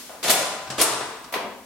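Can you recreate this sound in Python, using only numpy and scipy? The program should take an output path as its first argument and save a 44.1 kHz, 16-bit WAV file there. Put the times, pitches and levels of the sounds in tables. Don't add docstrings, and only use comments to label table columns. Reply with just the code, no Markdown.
import sys
import numpy as np
from scipy import signal
from scipy.fft import rfft, irfft, next_fast_len
from scipy.io import wavfile
from scipy.ndimage import uniform_filter1d, map_coordinates

SR = 44100
rng = np.random.default_rng(int(sys.argv[2]) if len(sys.argv) > 2 else 0)


def digitize_waveform(pressure):
    field = np.atleast_2d(pressure).T
    bounded = np.clip(field, -1, 1)
    quanta = np.round(bounded * 32767).astype(np.int16)
    wavfile.write(sys.argv[1], SR, quanta)


N = 72765
T = np.arange(N) / SR
SIZE = next_fast_len(N + 8192)
HZ = np.fft.rfftfreq(SIZE, 1 / SR)

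# (frequency [Hz], left-right correlation [-1..1])
ROOM_IMAGE = [(100, 0.78), (550, .85), (1100, 0.75), (2200, 0.26), (5000, 0.017), (12000, 0.043)]
DIRECT_IMAGE = [(100, 0.69), (600, 0.94), (2000, 0.73), (5000, 0.23), (12000, 0.19)]
# (frequency [Hz], relative level [dB])
LINKAGE_EQ = [(30, -31), (70, -18), (130, -5), (185, -5.5), (270, 1), (450, 5.5), (660, 6), (880, 2),
              (1050, -1.5), (1500, -1.5), (3400, 2.5), (6000, 1), (10500, 5), (13000, 4.5), (16000, -6)]


def amp(db):
    return 10 ** (np.asarray(db) / 20)


def along(points, hz=HZ):
    freqs, values = np.transpose(points)
    return np.interp(np.log(hz + 1), np.log(freqs + 1), values)


def colour(eq):
    gain = amp(along(eq))
    return gain / np.sqrt(np.mean(gain ** 2))


def stereo(image):
    angle = np.arccos(np.clip(along(image), -.99, .99)) / 2
    return np.array([np.cos(angle), np.sin(angle)])


def noise(gains):
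    mid, side = irfft(rfft(rng.standard_normal((2, SIZE))) * gains, SIZE)[:, :N]
    return np.array([mid + side, mid - side])


def wobble(position):
    return map_coordinates(rng.standard_normal(8192), [position], order=1, mode="mirror")


def add(out, sound, start_s):
    i = int(np.clip(round(start_s * SR), 0, N - 1))
    out[:, i:] += sound[:, :N - i]


def room_tone():
    # (frequency [Hz], relative level [dB])
    eq = [(25, -21), (60, -1), (130, -8.5), (180, -8), (255, 11), (340, -8.5), (500, -10), (1000, -15.5),
          (3000, -9), (9000, -10.5), (15000, -13.5)]
    return amp(-49.5) * noise(colour(eq) * stereo(ROOM_IMAGE))


def sleeve_rustle():
    # (frequency [Hz], relative level [dB])
    eq = [(100, -16.5), (300, 3), (800, 0.5), (2000, 0.5), (5000, 1.5), (10000, -0.5), (15000, -6.5)]
    start_db, fade_db_per_s = -38.5, 54
    return amp(start_db - fade_db_per_s * T) * noise(colour(eq) * stereo(ROOM_IMAGE))


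def force(hz, thud_db, hardness_hz, thud_hz=520):
    bass_shelf = amp(thud_db / (1 + (hz / thud_hz) ** 3))
    return bass_shelf / np.sqrt(1 + (hz / hardness_hz) ** 4)


def reverb(wash, tail_scale, rise_s=0.013):
    # (frequency [Hz], t60 [s])
    room_t60 = [(100, 1.4), (260, 0.95), (700, 1.135), (1800, 1.066), (4800, 0.84), (9000, 0.67),
                (13000, 0.43)]
    hz, t, bands = signal.stft(wash, SR, nperseg=256)
    decay = amp(-60 * t / (tail_scale * along(room_t60, hz)[:, None]))
    tail = signal.istft(bands * decay, SR, nperseg=256)[1][:, :N]
    return tail * (1 - np.exp(-T / rise_s))


def steel_hits(hits, eq, modes, tail_scale=1.0):
    # (frequency [Hz], gain [dB])
    room_eq = [(100, 5.3), (500, 5.25), (1200, 8.55), (3000, 5.12), (8000, 7.2), (14000, 1)]
    crack_db, clatter_db, ring_db, reverb_db = -18.5, -11, -30, -23
    attack_s, crack_t60_s = 0.0012, 0.064
    ripple_db, ripple_hz = 2.5, 29.94
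    drift_rad, drift_per_s, spread_rad = 0.81, 33.4, 0.49
    body = colour(eq) * amp(ripple_db * wobble(HZ / ripple_hz))
    near = body * stereo(DIRECT_IMAGE)
    far = body * amp(along(room_eq)) * stereo(ROOM_IMAGE)
    mode_hz, mode_db, mode_t60 = np.transpose(modes)
    drift = drift_rad * np.array([wobble(T * drift_per_s) for _ in mode_hz])
    decays = amp(mode_db[:, None] - 60 * T / mode_t60[:, None])
    partials = decays * np.exp(1j * (2 * np.pi * mode_hz[:, None] * T + drift))
    attack = 1 - np.exp(-T / attack_s)
    crack = amp(crack_db - 60 * T / crack_t60_s)
    out = np.zeros((2, N))
    for start_s, level_db, thud_db, hardness_hz, send_db in hits:
        blow = force(HZ, thud_db, hardness_hz)
        clatter_t60_s = 0.14 * amp(0.17 * level_db)
        clatter = amp(clatter_db - 60 * T / clatter_t60_s)
        phase = rng.uniform(0, 2 * np.pi, len(mode_hz))
        phase = phase + spread_rad * rng.standard_normal((2, len(mode_hz)))
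        excitation = force(mode_hz, thud_db, hardness_hz) * np.exp(1j * phase)
        ring = (excitation @ partials).imag
        direct = attack * ((crack + clatter) * noise(near * blow) + amp(ring_db) * ring)
        room = amp(reverb_db + send_db) * reverb(noise(far * blow), tail_scale)
        add(out, amp(level_db) * (direct + room), start_s)
    return out


def handle_clunks():
    # (time [s], level [dB], thud [dB], hardness [Hz], reverb send [dB])
    hits = [(0.092, -16.5, -5.5, 1160, 6), (0.228, -13.5, 0, 6540, 8), (0.238, -9.5, -5, 6140, 6),
            (0.280, -4, 2.5, 6130, -2), (0.295, 3, 0.5, 7560, -2.5), (0.3015, 3.5, -3, 18300, -2.5),
            (0.333, -3.5, -6.5, 1500, 2), (0.410, -7.5, -3, 905, -1)]
    # (frequency [Hz], relative level [dB], t60 [s])
    modes = [(252, -35, 0.36), (455, -7, 0.63), (515, -1.5, .4), (546, 0, 0.28), (590, -14, 0.3),
             (645, -2.5, 0.23), (661, -4.5, 0.9), (722, -10, 0.86), (777, -12.5, 1.9), (1010, -9, 1.7),
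             (1032, -5.5, 1.08), (2970, -16, 0.4), (11600, -7, .25)]
    return steel_hits(hits, LINKAGE_EQ, modes)


def bolt_scrapes():
    # (start [s], end [s], final level [dB], swell [dB/s])
    strokes = [(0.23, 0.288, -21, 68), (0.773, 0.814, -14, 301)]
    rough_db, rough_per_s, fade_s = -1, 400, 0.02
    scrape = noise(colour(LINKAGE_EQ) * force(HZ, thud_db=0, hardness_hz=6760) * stereo(DIRECT_IMAGE))
    grip = amp(rough_db * wobble(T * rough_per_s))
    envelope = np.zeros(N)
    for start, end, final_db, swell in strokes:
        gate = np.interp(T, [start, start + fade_s, end, end + fade_s], [0, 1, 1, 0])
        envelope += gate * amp(final_db + swell * np.minimum(T - end, 0))
    return scrape * grip * envelope


def door_booms(rise_s=0.0074):
    # (time [s], level [dB], frequency [Hz], t60 [s])
    flexes = [(0.253, -48, 134.5, 1), (0.684, -38.5, 128.6, 0.58), (0.790, -39, 48, .18)]
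    out = np.zeros((2, N))
    for start_s, level_db, hz, t60 in flexes:
        envelope = amp(level_db - 60 * T / t60) * (1 - np.exp(-T / rise_s))
        add(out, (envelope * np.sin(2 * np.pi * hz * T))[None], start_s)
    return out


def latch_ticks():
    # (time [s], level [dB], thud [dB], hardness [Hz], reverb send [dB])
    hits = [(0.674, -24.5, -2, 5000, -12), (0.701, -16.5, -2.5, 11800, 3), (1.242, -29, -3, 12100, -1)]
    # (frequency [Hz], relative level [dB])
    eq = [(30, -9), (200, 5.5), (600, 5), (1300, 4), (2200, -4), (3300, 0), (5500, 0), (7000, -5.5),
          (8200, -2), (11000, -9.5), (16000, -20)]
    # (frequency [Hz], relative level [dB], t60 [s])
    modes = [(1170, -1, 0.33), (1547, 4, 0.44), (3130, -4, .3), (5660, -1, .25), (8100, -5, .25)]
    return steel_hits(hits, eq, modes, tail_scale=0.55)


def bolt_clunks():
    # (time [s], level [dB], thud [dB], hardness [Hz], reverb send [dB])
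    hits = [(0.781, -8, 1.5, 3560, 0), (0.799, -2, -3.5, 4850, 3), (0.813, 4, -4.5, 18600, -5),
            (0.848, -6, -5, 2000, 1.5), (0.925, -9, -7, 1810, 1), (1.008, -8, -8.5, 1800, -2.5)]
    # (frequency [Hz], relative level [dB])
    eq = [(30, -18), (70, -24), (130, -1.5), (185, -8), (300, -0.5), (450, 5.5), (520, 1), (700, 2),
          (1100, 0.5), (2000, -4.5), (4000, -0.5), (6500, -1), (8300, 3), (10500, 2.5), (13000, -3),
          (16000, -11.5)]
    # (frequency [Hz], relative level [dB], t60 [s])
    modes = [(311.3, -0.5, 0.34), (437.5, -5, 0.82), (443, -4, 0.9), (648.6, 8, 0.18), (749, -10, 1),
             (892, -7.5, 0.92), (977, -9.5, 1.0), (1159, -11, .8), (2886, -8, 0.86), (4366, -3, 0.12),
             (7000, 2, 0.25), (8260, -6.5, 0.57), (10100, -5, 0.31), (10300, -3, 0.2)]
    return steel_hits(hits, eq, modes)


def door_knock():
    # (time [s], level [dB], thud [dB], hardness [Hz], reverb send [dB])
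    hits = [(1.324, -17.5, 0.5, 14500, 7), (1.338, -5, -15, 4870, 2), (1.358, -12.5, 6.5, 1200, 2.5),
            (1.444, -21.5, 14.5, 1490, 2)]
    # (frequency [Hz], relative level [dB])
    eq = [(30, -19), (130, -2.5), (210, -1), (300, 7), (420, 16), (680, 14.5), (790, 15.5), (950, 15.5),
          (1400, 6.5), (2000, 10), (4000, 4.5), (7500, -2.5), (11500, 7), (16000, 7.5)]
    # (frequency [Hz], relative level [dB], t60 [s])
    modes = [(212.2, -3.5, .6), (380, -8.5, 0.99), (488, -9, .5), (685, 4, 0.51), (920, -10, 0.86),
             (996, -2, .6), (1953, -8, .45)]
    return steel_hits(hits, eq, modes, tail_scale=0.64)


def scene():
    impacts = handle_clunks() + bolt_clunks() + latch_ticks() + door_knock()
    return impacts + bolt_scrapes() + door_booms() + room_tone() + sleeve_rustle()


def record(dry):
    # (frequency [Hz], left minus right [dB])
    balance = [(40, -1), (200, 2.5), (1000, 1.5), (4500, 1.5), (9000, 2.5), (13000, -0.5)]
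    threshold_db, duck_per_db, release_s = -22, 0.33, 0.063
    ceiling, high_cut_hz = .95, 16000
    power = np.abs(uniform_filter1d(np.mean(dry ** 2, axis=0), size=220))
    over_db = np.maximum(10 * np.log10(power + 1e-12) - threshold_db, 0)
    recovery = np.exp(T / release_s)
    held_db = np.maximum.accumulate(over_db * recovery) / recovery
    ducked = dry * amp(-uniform_filter1d(duck_per_db * held_db, size=130))
    side_gains = amp(np.outer([.5, -.5], along(balance)))
    panned = irfft(rfft(ducked, SIZE) * side_gains, SIZE)
    clipped = panned / (1 + (panned / ceiling) ** 4) ** .25
    return irfft(rfft(clipped) * (HZ < high_cut_hz), SIZE)[:, :N]


dry = scene()
out = record(dry)
digitize_waveform(out)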